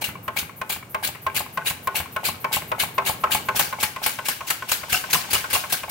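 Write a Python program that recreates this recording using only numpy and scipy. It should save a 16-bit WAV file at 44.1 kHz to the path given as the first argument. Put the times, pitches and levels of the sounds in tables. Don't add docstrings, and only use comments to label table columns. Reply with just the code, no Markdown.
import sys
import numpy as np
from scipy import signal
from scipy.fft import rfft, irfft, next_fast_len
from scipy.io import wavfile
from scipy.ndimage import uniform_filter1d, map_coordinates

SR = 44100
rng = np.random.default_rng(int(sys.argv[2]) if len(sys.argv) > 2 else 0)


def int16_out(signal):
    q = np.round(np.clip(np.atleast_2d(signal).T, -1, 1) * 32767)
    wavfile.write(sys.argv[1], SR, q.astype(np.int16))


def voltage_ratio(level):
    return 10 ** (np.asarray(level, float) / 20)


N = 260190
WIDE_OPEN_S = 3.55

# (time [s], peak level [dB], struck part [Hz], its level [dB])
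VALVE_CLACKS = [(0.279, -18, 1585, -3), (0.614, -17.5, 1530, -14), (0.945, -14, 1600, -12),
                (1.265, -14, 1290, -20), (1.573, -14.5, 1530, -10), (1.872, -13, 1530, -29),
                (2.162, -15.5, 1490, -2), (2.443, -12.5, 1260, -22), (2.716, -12, 1302, -22),
                (2.98, -8.5, 1600, -24), (3.237, -9, 1290, 1), (3.486, -10, 1496, -5),
                (3.726, -18.5, 1483, -4), (3.961, -20.5, 1270, -15), (4.187, -19.5, 1500, -5.5),
                (4.406, -24, 1530, -18), (4.622, -23.5, 1496, 1), (4.832, -25, 1475, -1),
                (5.038, -25, 1530, -1), (5.241, -29.5, 1520, -7), (5.441, -22, 1483, 1),
                (5.637, -22.5, 1456, -6), (5.833, -22, 1480, -21)]
# (time [s], hiss level [dB], rise [s], slit whistle [Hz])
PORT_OPENINGS = [(0.0191, -20, 0.0021, 2470), (0.368, -17, 0.0025, 2335), (0.701, -15, 0.001, 2440),
                 (1.035, -16.5, 0.0032, 2560), (1.353, -18, 0.003, 2425), (1.6554, -15.5, 0.022, 3870),
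                 (1.951, -14.5, 0.01, 2190), (2.241, -19.5, 0.003, 2200), (2.521, -22, 0.003, 2214),
                 (2.798, -13.5, 0.003, 2370), (3.052, -22, 0.0025, 2855), (3.308, -19.5, 0.003, 2840),
                 (3.556, -17, 0.0023, 3650), (3.799, -18, 0.0064, 2870), (4.031, -17.5, 0.0032, 2730),
                 (4.254, -18.5, 0.0038, 2760), (4.472, -21, 0.0039, 2250), (4.686, -19, 0.0041, 2850),
                 (4.897, -19.5, 0.0022, 2160), (5.101, -20.5, 0.0025, 2160), (5.305, -18, 0.003, 2675),
                 (5.5015, -19.5, 0.0041, 2350), (5.6967, -23, 0.0053, 2640), (5.894, -20, 0.0043, 3720)]
# (time [s], hiss level [dB], port resonance [dB], hold [s])
PORT_SURGES = [(0.042, -16.5, -4, 0.0087), (0.387, -16.5, -11, 0.0086), (0.7205, -16.5, -12, 0.011),
               (1.0485, -14.5, -12, .005), (1.365, -13, -20, .01), (1.669, -16, -5, .01),
               (1.966, -18.5, -11, .015), (2.252, -12.5, -5, 0.014), (2.529, -13.5, -5.5, 0.023),
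               (2.804, -16, -17, 0.018), (3.063, -12.5, -9.5, 0.024), (3.317, -12, -2.5, 0.018),
               (3.563, -14, -8, 0.016)]
# (time [s], hiss level [dB], port resonance [dB], level of the flow that follows [dB], hold [s])
PORT_BLASTS = [(1.073, -16.5, -15, -37, .002), (1.394, -19, -12, -39, .002), (1.7, -17.5, -16, -34, .004),
               (1.9994, -26, -5, -44, .004), (2.285, -16.5, -5, -36, .002), (2.561, -15.5, -4, -28.5, .004),
               (2.826, -16.5, -13, -30.5, .002), (3.09, -17, -9, -28.5, .002),
               (3.348, -12, -16, -27.5, .002), (3.594, -7.5, -7.5, -16.5, .003),
               (3.83, -9, -4.5, -31, 0.0068), (4.0634, -8, -18, -19.5, .003),
               (4.285, -9.5, -4.5, -21.5, 0.004), (4.503, -10, -3, -25.5, 0.0034),
               (4.7176, -6, -2.5, -19, 0.0044), (4.925, -8, -10, -14.5, 0.0075),
               (5.131, -5, -6, -14.5, 0.0069), (5.3324, -6, -16, -15, 0.0084),
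               (5.5307, -8.5, -9, -14, 0.013), (5.724, -8.5, -12, -20, 0.011)]
# (frequency [Hz], level [dB per Hz])
JET_SPECTRUM = [(290, -11), (500, -9.5), (1380, -7.5), (1550, -3), (1840, -9), (2260, -0.5), (4400, -5),
                (5390, -11), (6800, -7.5), (16000, -3)]


def unit(x):
    return x / np.sqrt(np.mean(x ** 2) + 1e-20)


def along(points, hz):
    f, v = np.transpose(points)
    return np.interp(np.log(hz + 1), np.log(f + 1), v)


def spectrum(points):
    return lambda hz: voltage_ratio(along(points, hz))


def filtered(x, response):
    m = next_fast_len(N + 8192)
    return irfft(rfft(x, m) * response(np.fft.rfftfreq(m, 1 / SR)), m)[..., :N]


def place(track, s, part):
    start_sample = round(s * SR)
    track[..., start_sample:start_sample + part.shape[-1]] += part


def decay(t, t60):
    return voltage_ratio(-60 * np.maximum(t, 0) / t60)


def swell(t, rise, t60, hold=0):
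    shape = (1 - np.exp(-t / max(rise, 1e-4))) ** 2 * decay(t - hold, t60)
    return shape / shape.max()


def rush(gain, alike_share):
    # (frequency [Hz], left-right likeness [0-1])
    likeness = [(60, 1), (180, 1), (550, 0.9), (1650, 0.12), (4970, 0.23), (15000, 0.053)]

    def mid_and_side(hz):
        angle = np.arccos(np.clip(alike_share * along(likeness, hz), -1, 1)) / 2
        return gain(hz) * np.array([np.cos(angle), np.sin(angle)])

    mid, side = filtered(rng.standard_normal((2, N)), mid_and_side)
    return unit(np.array([mid + side, mid - side]))


def patchy(x, depth_db):
    z = signal.stft(x, nperseg=256)[2]
    field = uniform_filter1d(rng.standard_normal(z.shape[1:]), size=5, axis=0)
    field = uniform_filter1d(field, size=5, axis=1)
    return unit(signal.istft(z * voltage_ratio(depth_db * unit(field)), nperseg=256)[1][:, :N])


def shed_tail():
    # (frequency [Hz], t60 [s])
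    shed_t60 = [(200, 0.31), (1000, 0.6), (4000, 0.4), (12000, 0.33)]
    hz, t, (a, b) = signal.stft(rng.standard_normal((2, SR // 3)), SR, nperseg=256)
    alike = 1 / (1 + (hz[:, None] / 700) ** 2)
    z = np.array([a, alike * a + np.sqrt(1 - alike ** 2) * b])
    tail = signal.istft(z * voltage_ratio(-60 * t / along(shed_t60, hz)[:, None]), SR, nperseg=256)[1]
    return np.pad(tail / np.linalg.norm(tail[0]), ((0, 0), (200, 0)))


def in_shed(x):
    return signal.fftconvolve(x, shed_tail(), axes=1)


def ring(modes, t, attack, hold, scatter_db, spread):
    hz, db, t60 = np.transpose(modes)[:, :, None]
    chance = rng.standard_normal((3, len(modes), 1))
    fade = voltage_ratio(db + scatter_db * chance[0]) * decay(t - hold, t60) * (1 - np.exp(-t / attack))
    phase = 2 * np.pi * hz * (1 + 0.004 * chance[1]) * t
    lead = spread * chance[2] * hz / 1000
    return np.array([(fade * np.sin(phase + side * lead)).sum(0) for side in (-.5, .5)])


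def clatter(points, t, hold, t60):
    hz = np.fft.rfftfreq(len(t), 1 / SR)
    shared, left, right = rng.standard_normal((3, len(t)))
    z = rfft([0.7 * shared + 0.82 * left, 0.72 * shared + 0.83 * right]) * voltage_ratio(along(points, hz))
    high = 1 / (1 + (3500 / (hz + 1)) ** 4)
    size = np.std(irfft(z, len(t)))
    low_part = irfft(z * (1 - high), len(t)) * decay(t - hold, t60)
    first_crack = voltage_ratio(-3.5) * decay(t, 0.0078)
    high_part = irfft(z * high, len(t)) * (decay(t - 0.77 * hold, 0.41 * t60) + first_crack)
    return (low_part + high_part) / size * (1 - np.exp(-t / 0.00063))


def blows(events, body, bright, trim_db, hold, clatter_db, clatter_t60, wet_db, scatter_db, struck_t60):
    # (frequency [Hz], level [dB], t60 [s])
    board = [(88, 0, 0.14), (122, 3.5, 0.021), (162, 2, 0.073)]
    ringing_to_walls = 0.55
    out, t = np.zeros((2, N + SR)), np.arange(SR // 5) / SR
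    for s, db, bright_db, thump_db, part_hz, part_db in events:
        metal = ring(body + [(part_hz, part_db, struck_t60)], t, 0.0011, hold, scatter_db, 0.99)
        rattle = voltage_ratio(bright_db + clatter_db) * clatter(bright, t, hold, clatter_t60)
        thump = voltage_ratio(thump_db + 3.0) * ring(board, t, 0.00061, 0, 3.0, 0.71)
        hit = voltage_ratio(wet_db) * in_shed(ringing_to_walls * metal + rattle + thump)
        hit[:, :len(t)] += metal + rattle + thump
        place(out, s, voltage_ratio(db + trim_db) * hit)
    return out[:, :N]


def cushion(s):
    return -5.5 * (s > WIDE_OPEN_S)


def wash():
    # (time [s], rumble level [dB], hose hiss level [dB])
    background = [(0.0, -44, -53), (0.71, -48.5, -56.5), (1.64, -47, -46.5), (2.86, -44.5, -48),
                  (3.5, -41.5, -39.5), (3.81, -48.5, -41.5), (4.5, -50.5, -39), (5.39, -48.5, -33),
                  (5.9, -51, -42)]
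    # (frequency [Hz], level [dB per Hz])
    hum = [(15, -55), (25, -30), (113, 11), (331, 1), (790, -3.5), (1080, -5.5), (1190, -7), (1560, -9),
           (1840, -16), (2270, -10), (3500, -39), (4550, -40), (7700, -120)]
    # (frequency [Hz], level [dB per Hz])
    hose = [(1500, 2), (3000, 10), (4500, 3), (6000, 3), (9000, 0), (13600, -30), (16000, -9)]
    s, *cols = np.transpose(background)
    rumble_db, hose_db = (np.interp(np.arange(N) / SR, s, col) for col in cols)
    rumble = voltage_ratio(rumble_db + 1.5) * rush(spectrum(hum), 0.94)
    return rumble + voltage_ratio(hose_db - 7.0) * rush(spectrum(hose), 0.51)


def puffs():
    # (time [s], opening [0-1])
    supply = [
        (0, 0.24),
        (2.3, 0.28),
        (3.1, 0.23),
        (3.5, .98),
        (5.9, .9),
    ]
    blast_rise = 0.0018
    openings = []
    for s, db, rise, slit_hz in PORT_OPENINGS:
        t60 = 0.053 + 0.22 * np.interp(s, *np.transpose(supply))
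        openings.append((s, db, -4, rise, t60, 0, slit_hz))
    gusts = [(s, db, port_db, 0.0015, 0.15, hold) for s, db, port_db, hold in PORT_SURGES]
    for s, db, port_db, follow_db, hold in PORT_BLASTS:
        gusts.append((s, db, port_db, blast_rise, 0.073, hold))
        gusts.append((s + 0.014, follow_db, -3, blast_rise, 0.31, 0))
    return openings, gusts


def resonances(peaks):
    def gain(f):
        total = 0
        for k, (centre, width_hz, db) in enumerate(peaks):
            peak = f * width_hz / (centre ** 2 - f ** 2 + 1j * f * width_hz)
            total = total + (-1) ** k * voltage_ratio(db) * peak
        return np.abs(total)
    return gain


def exhaust():
    seepage_db = [-5.5, -12, -5, -10, -7, -16, -16, -24, -16, -6, -15, -15, -15, -12, -10, -11, -11, -13,
                  -12, -13, -18, -20, -15, -14]
    # (frequency [Hz], width [Hz], level [dB])
    port_throttled = [(1600, 100, 1.5), (2270, 180, 0.5), (2800, 230, 1), (4180, 600, -2.5)]
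    # (frequency [Hz], width [Hz], level [dB])
    port_fed = [(1570, 210, 0.5), (2250, 190, -2), (2680, 70, -1), (2870, 100, 1), (4950, 1800, -3.5)]
    jet_power, port_power, whistle = np.zeros((3, N + SR))
    t = np.arange(SR // 3) / SR
    openings, gusts = puffs()
    for (s, db, port_db, rise, t60, _, slit_hz), seep_db in zip(openings, seepage_db):
        place(jet_power, s - 0.01, voltage_ratio(2 * (db + seep_db)) * swell(t, 0.0039, 0.1) ** 2)
        phase = 2 * np.pi * slit_hz * (0.9 * t + 0.0764 * 0.02106 * (1 - np.exp(-t / 0.0203)))
        overtones = sum(voltage_ratio(-4 * k) * np.sin((k + 1) * phase) for k in range(4))
        place(whistle, s, voltage_ratio(db + port_db) * swell(t, rise, 0.41 * t60) * overtones)
    for s, db, port_db, rise, t60, hold, *_ in openings + gusts:
        gust_power = swell(t, rise, t60, hold) ** 2
        place(jet_power, s - 0.003, voltage_ratio(2 * db) * gust_power)
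        place(port_power, s - 0.003, voltage_ratio(2 * (db + port_db)) * gust_power)
    flutter = voltage_ratio(1.4 * map_coordinates(rng.standard_normal(N // 100 + 4), [np.arange(N) / 100]))
    throttled = np.arange(N) / SR < WIDE_OPEN_S
    throat = np.where(throttled, rush(resonances(port_throttled), .95), rush(resonances(port_fed), 0.84))
    hiss = voltage_ratio(-6) * np.sqrt(jet_power[:N]) * patchy(rush(spectrum(JET_SPECTRUM), 0.95), depth_db=2.5)
    hoarse = voltage_ratio(-13.5) * whistle[:N] * rush(lambda hz: 1 / (1 + (hz / 250) ** 2), 0.93)
    resonant = voltage_ratio(-9.0) * np.sqrt(port_power[:N]) * patchy(throat, depth_db=5.0)
    air = flutter * (hiss + hoarse + resonant)
    return air + voltage_ratio(-10.5) * in_shed(air)[:, :N]


def rod():
    # (time [s], peak level [dB], bright part [dB])
    cams = [(0.02, -25.5, -4), (0.363, -23.5, -6), (0.698, -23, -18), (1.026, -26, -8), (1.342, -32, -13.5),
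            (1.648, -30, -10), (1.944, -25, -14), (2.232, -22.5, -9), (2.512, -24, -21), (2.782, -22.5, -7),
            (3.043, -31, -6), (3.299, -24, -12), (3.547, -20.5, -11), (3.786, -21.5, -21), (4.017, -24, -9),
            (4.241, -36, -10), (4.46, -35, -10), (4.674, -37, -7), (4.883, -33, 0), (5.088, -29, -10),
            (5.29, -31, -2), (5.489, -32, -8), (5.685, -42, -10), (5.881, -25.5, -10)]
    # (time [s], peak level [dB], bright part [dB])
    knocks = [(0.087, -30.5, 7.5), (0.428, -31.5, 5), (0.761, -30.5, 5), (1.089, -32, 5),
              (1.404, -19.5, -3.5), (1.708, -24.5, -0.5), (2.001, -22, 3.5), (2.287, -18, -4),
              (2.566, -15.5, -11), (2.833, -18, -1), (3.095, -14, -6), (3.349, -15, -10),
              (3.594, -12.5, 1.5), (3.831, -16.5, 3.5), (4.062, -16, 0), (4.285, -20, -4),
              (4.503, -24.5, 2), (4.715, -29, -10), (4.926, -32, -3), (5.136, -19.5, 3), (5.33, -21, 5),
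              (5.529, -22, 3), (5.725, -27, 2), (5.917, -25, 1)]
    # (frequency [Hz], level [dB], t60 [s])
    rod_modes = [(615, -8.5, 0.048), (741, -2, 0.031), (813, -3.5, 0.07), (857, -3, 0.082),
                 (1069, -6, 0.025), (1300, -11.5, .03), (2250, -9, 0.083)]
    # (frequency [Hz], level [dB per Hz])
    rod_bright = [(400, -9), (800, -8), (1500, -3), (2300, -5), (2800, -0.5), (4000, -23), (8000, -16.5),
                  (16000, -5.5)]
    events = [(s, db, bright_db, -21.5, 2100, -12) for s, db, bright_db in cams]
    events += [(s, db, bright_db, -34 + cushion(s) - db, 1058, -2) for s, db, bright_db in knocks]
    return blows(events, rod_modes, rod_bright, trim_db=-5.5, hold=0.0028, clatter_db=0.0,
                 clatter_t60=0.11, wet_db=-8, scatter_db=1.5, struck_t60=.03)


def pings():
    # (time [s], peak level [dB], frequency [Hz], t60 [s])
    housing_parts = [(.024, -29.5, 2310, 0.091), (.045, -34, 2500, .03), (.099, -37, 2040, 0.08),
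                     (.155, -38, 2310, 0.042), (0.281, -28, 1280, .05), (.368, -33, 4270, .03),
                     (0.385, -27, 2970, .025), (.704, -26, 2380, 0.056), (.829, -40, 2260, 0.047),
                     (1.045, -19, 2335, 0.021), (1.62, -27, 1530, 0.033), (1.671, -16, 3900, .04),
                     (1.678, -33, 2250, 0.055), (2.568, -23, 2800, .03), (3.836, -23, 2470, .04),
                     (4.505, -22, 2800, 0.044), (4.896, -30, 1600, .07), (4.928, -26, 2700, .04),
                     (4.935, -26, 742, 0.15), (4.943, -19, 1517, 0.055), (4.944, -14, 2750, 0.03),
                     (5.135, -28, 2870, 0.051), (5.151, -19, 2870, 0.04), (5.19, -30, 1050, 0.048),
                     (5.35, -17, 2935, 0.061), (5.506, -28, 1630, .06), (5.535, -21, 2740, 0.027),
                     (5.553, -17.5, 2770, 0.053), (5.701, -31, 1630, .06), (5.725, -29.5, 740, .12),
                     (5.73, -27, 2590, .04), (.022, -26, 4200, 0.028), (.388, -31, 6030, .04),
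                     (.39, -29, 5000, .02), (.945, -33, 1064, 0.12), (1.026, -33, 860, 0.022),
                     (1.088, -29, 813, 0.023), (1.265, -23.5, 1068, .09), (1.873, -21.5, 1059, 0.074),
                     (1.944, -33, 850, 0.022), (2.512, -31, 860, 0.022), (3.095, -36, 867, .1),
                     (3.299, -31, 850, 0.021), (3.348, -24.5, 858, 0.12), (4.883, -34, 920, .03),
                     (5.089, -30.5, 950, 0.027), (5.29, -36, 870, 0.02)]
    out, t = np.zeros((2, N + SR)), np.arange(SR // 5) / SR
    for s, db, hz, t60 in housing_parts:
        place(out, s, ring([(hz, db, t60)], t, 0.0012, 0.0033, 0, 0.67))
    return out[:, :N] + voltage_ratio(-14.5) * in_shed(out[:, :N])[:, :N]


def crackle():
    flow, t = np.zeros(N + SR), np.arange(SR // 100) / SR
    for s, db, *_ in PORT_SURGES + PORT_BLASTS:
        for late, size in rng.random((6, 2)):
            spit_db = db - 13.5 - 8.6 * late + 8.1 * size
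            place(flow, s + 0.04 * late ** 2, voltage_ratio(spit_db) * decay(t, 0.005))
    return flow[:N] * rush(spectrum(JET_SPECTRUM), .9)


def linkage():
    # (time [s], peak level [dB], bright part [dB])
    returns = [(.154, -29.5, -2), (.494, -33.5, 5), (.826, -31, -2), (1.149, -34, 8), (1.462, -33, 5),
               (1.767, -43, 0), (2.058, -31, 1), (2.343, -29.5, -6), (2.62, -27, 6), (2.886, -36, 3),
               (3.14, -29, -10), (3.398, -31, -12)]
    # (time [s], peak level [dB], bright part [dB], struck part
    # [Hz])
    rattles = [(1.299, -30, 3, 2300), (1.614, -28, -7, 1560), (0.31, -44, -4, 1500), (2.195, -33, -8, 1520),
               (3.27, -22.5, -5, 1300), (3.61, -21, 5, 860), (4.945, -21, 1, 1300), (5.144, -30, 19, 860),
               (5.151, -15.5, -9, 1050), (5.157, -21, -15, 1100), (5.344, -21, 8, 850),
               (5.351, -21, 8.5, 950), (5.358, -19, -9, 824), (5.552, -21, 3, 1110), (5.561, -17.5, 2, 840),
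               (5.743, -25, -2, 1700),
               (0.295, -35, -10, 1500), (0.631, -37, -5, 1300), (0.963, -30, -3, 1510),
               (1.155, -33, 6.5, 2250), (1.282, -33, -5, 1300), (1.591, -29, -3, 1500),
               (1.887, -30, -4, 1300), (2.179, -35, -5, 1530), (2.468, -31, -11, 1300),
               (2.748, -31, -4, 1300), (2.999, -27, -9, 1470), (3.02, -27, -3, 1300),
               (3.262, -29, -12, 1400), (3.504, -31, -8, 1300), (4.416, -31, -10, 1070),
               (4.509, -20.5, 4, 1600), (4.722, -30, -9, 1570)]
    # (frequency [Hz], level [dB], t60 [s])
    link_modes = [(612, -12.5, 0.081), (740, -6.5, 0.075), (850, -11, 0.1), (1064, 4, 0.027),
                  (1290, -0.5, 0.041), (1850, -9, 0.0079), (2274, -10, 0.042)]
    # (frequency [Hz], level [dB per Hz])
    link_bright = [(400, -2), (800, -15), (1500, 3), (2300, 9), (2800, 5), (4000, -33), (8000, -15),
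                   (16000, -10)]
    events = [(s, db, bright_db, -15, 1080, -0.9) for s, db, bright_db in returns]
    events += [(s, db, bright_db, -22, hz, 1.5) for s, db, bright_db, hz in rattles]
    return blows(events, link_modes, link_bright, trim_db=-6.5, hold=0.0017, clatter_db=-2.5,
                 clatter_t60=0.033, wet_db=-5.0, scatter_db=4.5, struck_t60=.024)


def crank(share):
    s = np.array([row[0] for row in VALVE_CLACKS])
    first_turn, last_turn = 0.33, 0.18
    turn_edges = np.concatenate([[s[0] - first_turn], s, [s[-1] + last_turn]])
    return turn_edges[:-1] + share * np.diff(turn_edges)


def inlet():
    # (frequency [Hz], level [dB per Hz])
    leak = [(4000, -45), (8000, -15), (11000, -3), (14000, 6), (16000, -5)]
    flow, t = np.zeros(N + SR), np.arange(SR // 5) / SR
    moments = crank(0.846)
    for s in moments[moments < WIDE_OPEN_S]:
        db = -29 + 0.7 * s
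        place(flow, s - 0.004, voltage_ratio(db - 11.5) * swell(t, 0.0057, 0.22, hold=0.026))
    return flow[:N] * rush(spectrum(leak), .8)


def valve():
    # (frequency [Hz], level [dB], t60 [s])
    valve_modes = [(397, -22.5, 0.25), (512, -18, 0.12), (618, -12, 0.098), (869, -14, 0.21),
                   (944, -12, 0.14), (1065, 0, 0.07), (1156, -12.5, 0.092), (1530, -12.5, 0.049)]
    # (frequency [Hz], level [dB per Hz])
    valve_bright = [(350, -24), (600, -5.5), (1000, -7), (1400, -3.5), (1780, -5.5), (2340, -2),
                    (3500, -13.5), (5660, -22), (8430, -28), (12700, -29), (16000, -22.5)]
    events = []
    for s, db, hz, part_db in VALVE_CLACKS:
        bright_db = -6 - 0.29 * (db + 17.0)
        thump_db = -39.5 + cushion(s) - db
        events.append((s, db, bright_db, thump_db, hz, part_db))
    return blows(events, valve_modes, valve_bright, trim_db=-5.0, hold=0.0067, clatter_db=1,
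                 clatter_t60=0.048, wet_db=-10.0, scatter_db=1.0, struck_t60=0.051)


def spits():
    spits_db = [-35, -34.5, -32, -35, -40, -26, -33, -37, -40, -40, -52, -33, -36, -42, -38, -42, -48, -46,
                -46, -46, -44, -46, -44]
    # (frequency [Hz], level [dB per Hz])
    spit_spectrum = [(3000, -32), (6000, -8), (9000, -1), (14000, 2), (16000, -2.5)]
    flow, t = np.zeros(N + SR), np.arange(SR // 5) / SR
    for (s, *_), db in zip(VALVE_CLACKS, spits_db):
        place(flow, s, voltage_ratio(db) * swell(t, 0.00051, 0.025, hold=0.0015))
    creep_lead = 0.073
    for s, *_ in PORT_OPENINGS[1:]:
        place(flow, s - creep_lead, voltage_ratio(-49.5) * swell(t, .03, 0.1, hold=creep_lead))
    return flow[:N] * rush(spectrum(spit_spectrum), .85)


def spring():
    # (frequency [Hz], level [dB], t60 [s])
    spring_modes = [(676, -24, 0.14), (1306, -17.5, 0.053), (1472, -22, .16), (1570, -20.5, 0.097),
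                    (1708, -29, 0.077), (2243, -17.5, 0.022)]
    uptake_db = [4, -7, -3, 1, 0, -2, 4, -6, -3, -4, -4, 2, 0, 0, 0, 3, 0, 3, 3, 0, 2, 0, -1]
    out, t = np.zeros((2, N + SR)), np.arange(SR // 5) / SR
    for (s, db, *_), share_db in zip(VALVE_CLACKS, uptake_db):
        place(out, s + 0.007, voltage_ratio(db + share_db) * ring(spring_modes, t, 0.0056, 0.0044, 4.7, 0.83))
    return out[:, :N]


def scene():
    air = wash() + exhaust() + crackle() + inlet() + spits()
    return air + rod() + pings() + linkage() + valve() + spring()


def low_pass(x):
    return signal.sosfilt(signal.butter(12, 17030, fs=SR, output="sos"), x)


def record(dry):
    # (frequency [Hz], left minus right [dB])
    tilt = [(60, -1.5), (180, -1), (550, -1), (1650, 2.5), (4970, 4), (9000, 5), (15000, 1)]
    ports = filtered(dry, lambda hz: voltage_ratio(along(tilt, hz) * np.array([[.5], [-.5]])))
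    ports = ports / (1 + np.abs(ports / .75) ** 4) ** (1 / 4)
    ports = ports + voltage_ratio(-57.0) * rng.standard_normal(ports.shape)
    treble_cut = lambda hz: np.clip(voltage_ratio(-.3 * (hz - 15800)), voltage_ratio(-120), 1)
    ports = filtered(ports, lambda hz: treble_cut(hz) / np.sqrt(1 + (50 / (hz + 1)) ** 6))
    return low_pass(ports)


dry = scene()
out = record(dry)
int16_out(out)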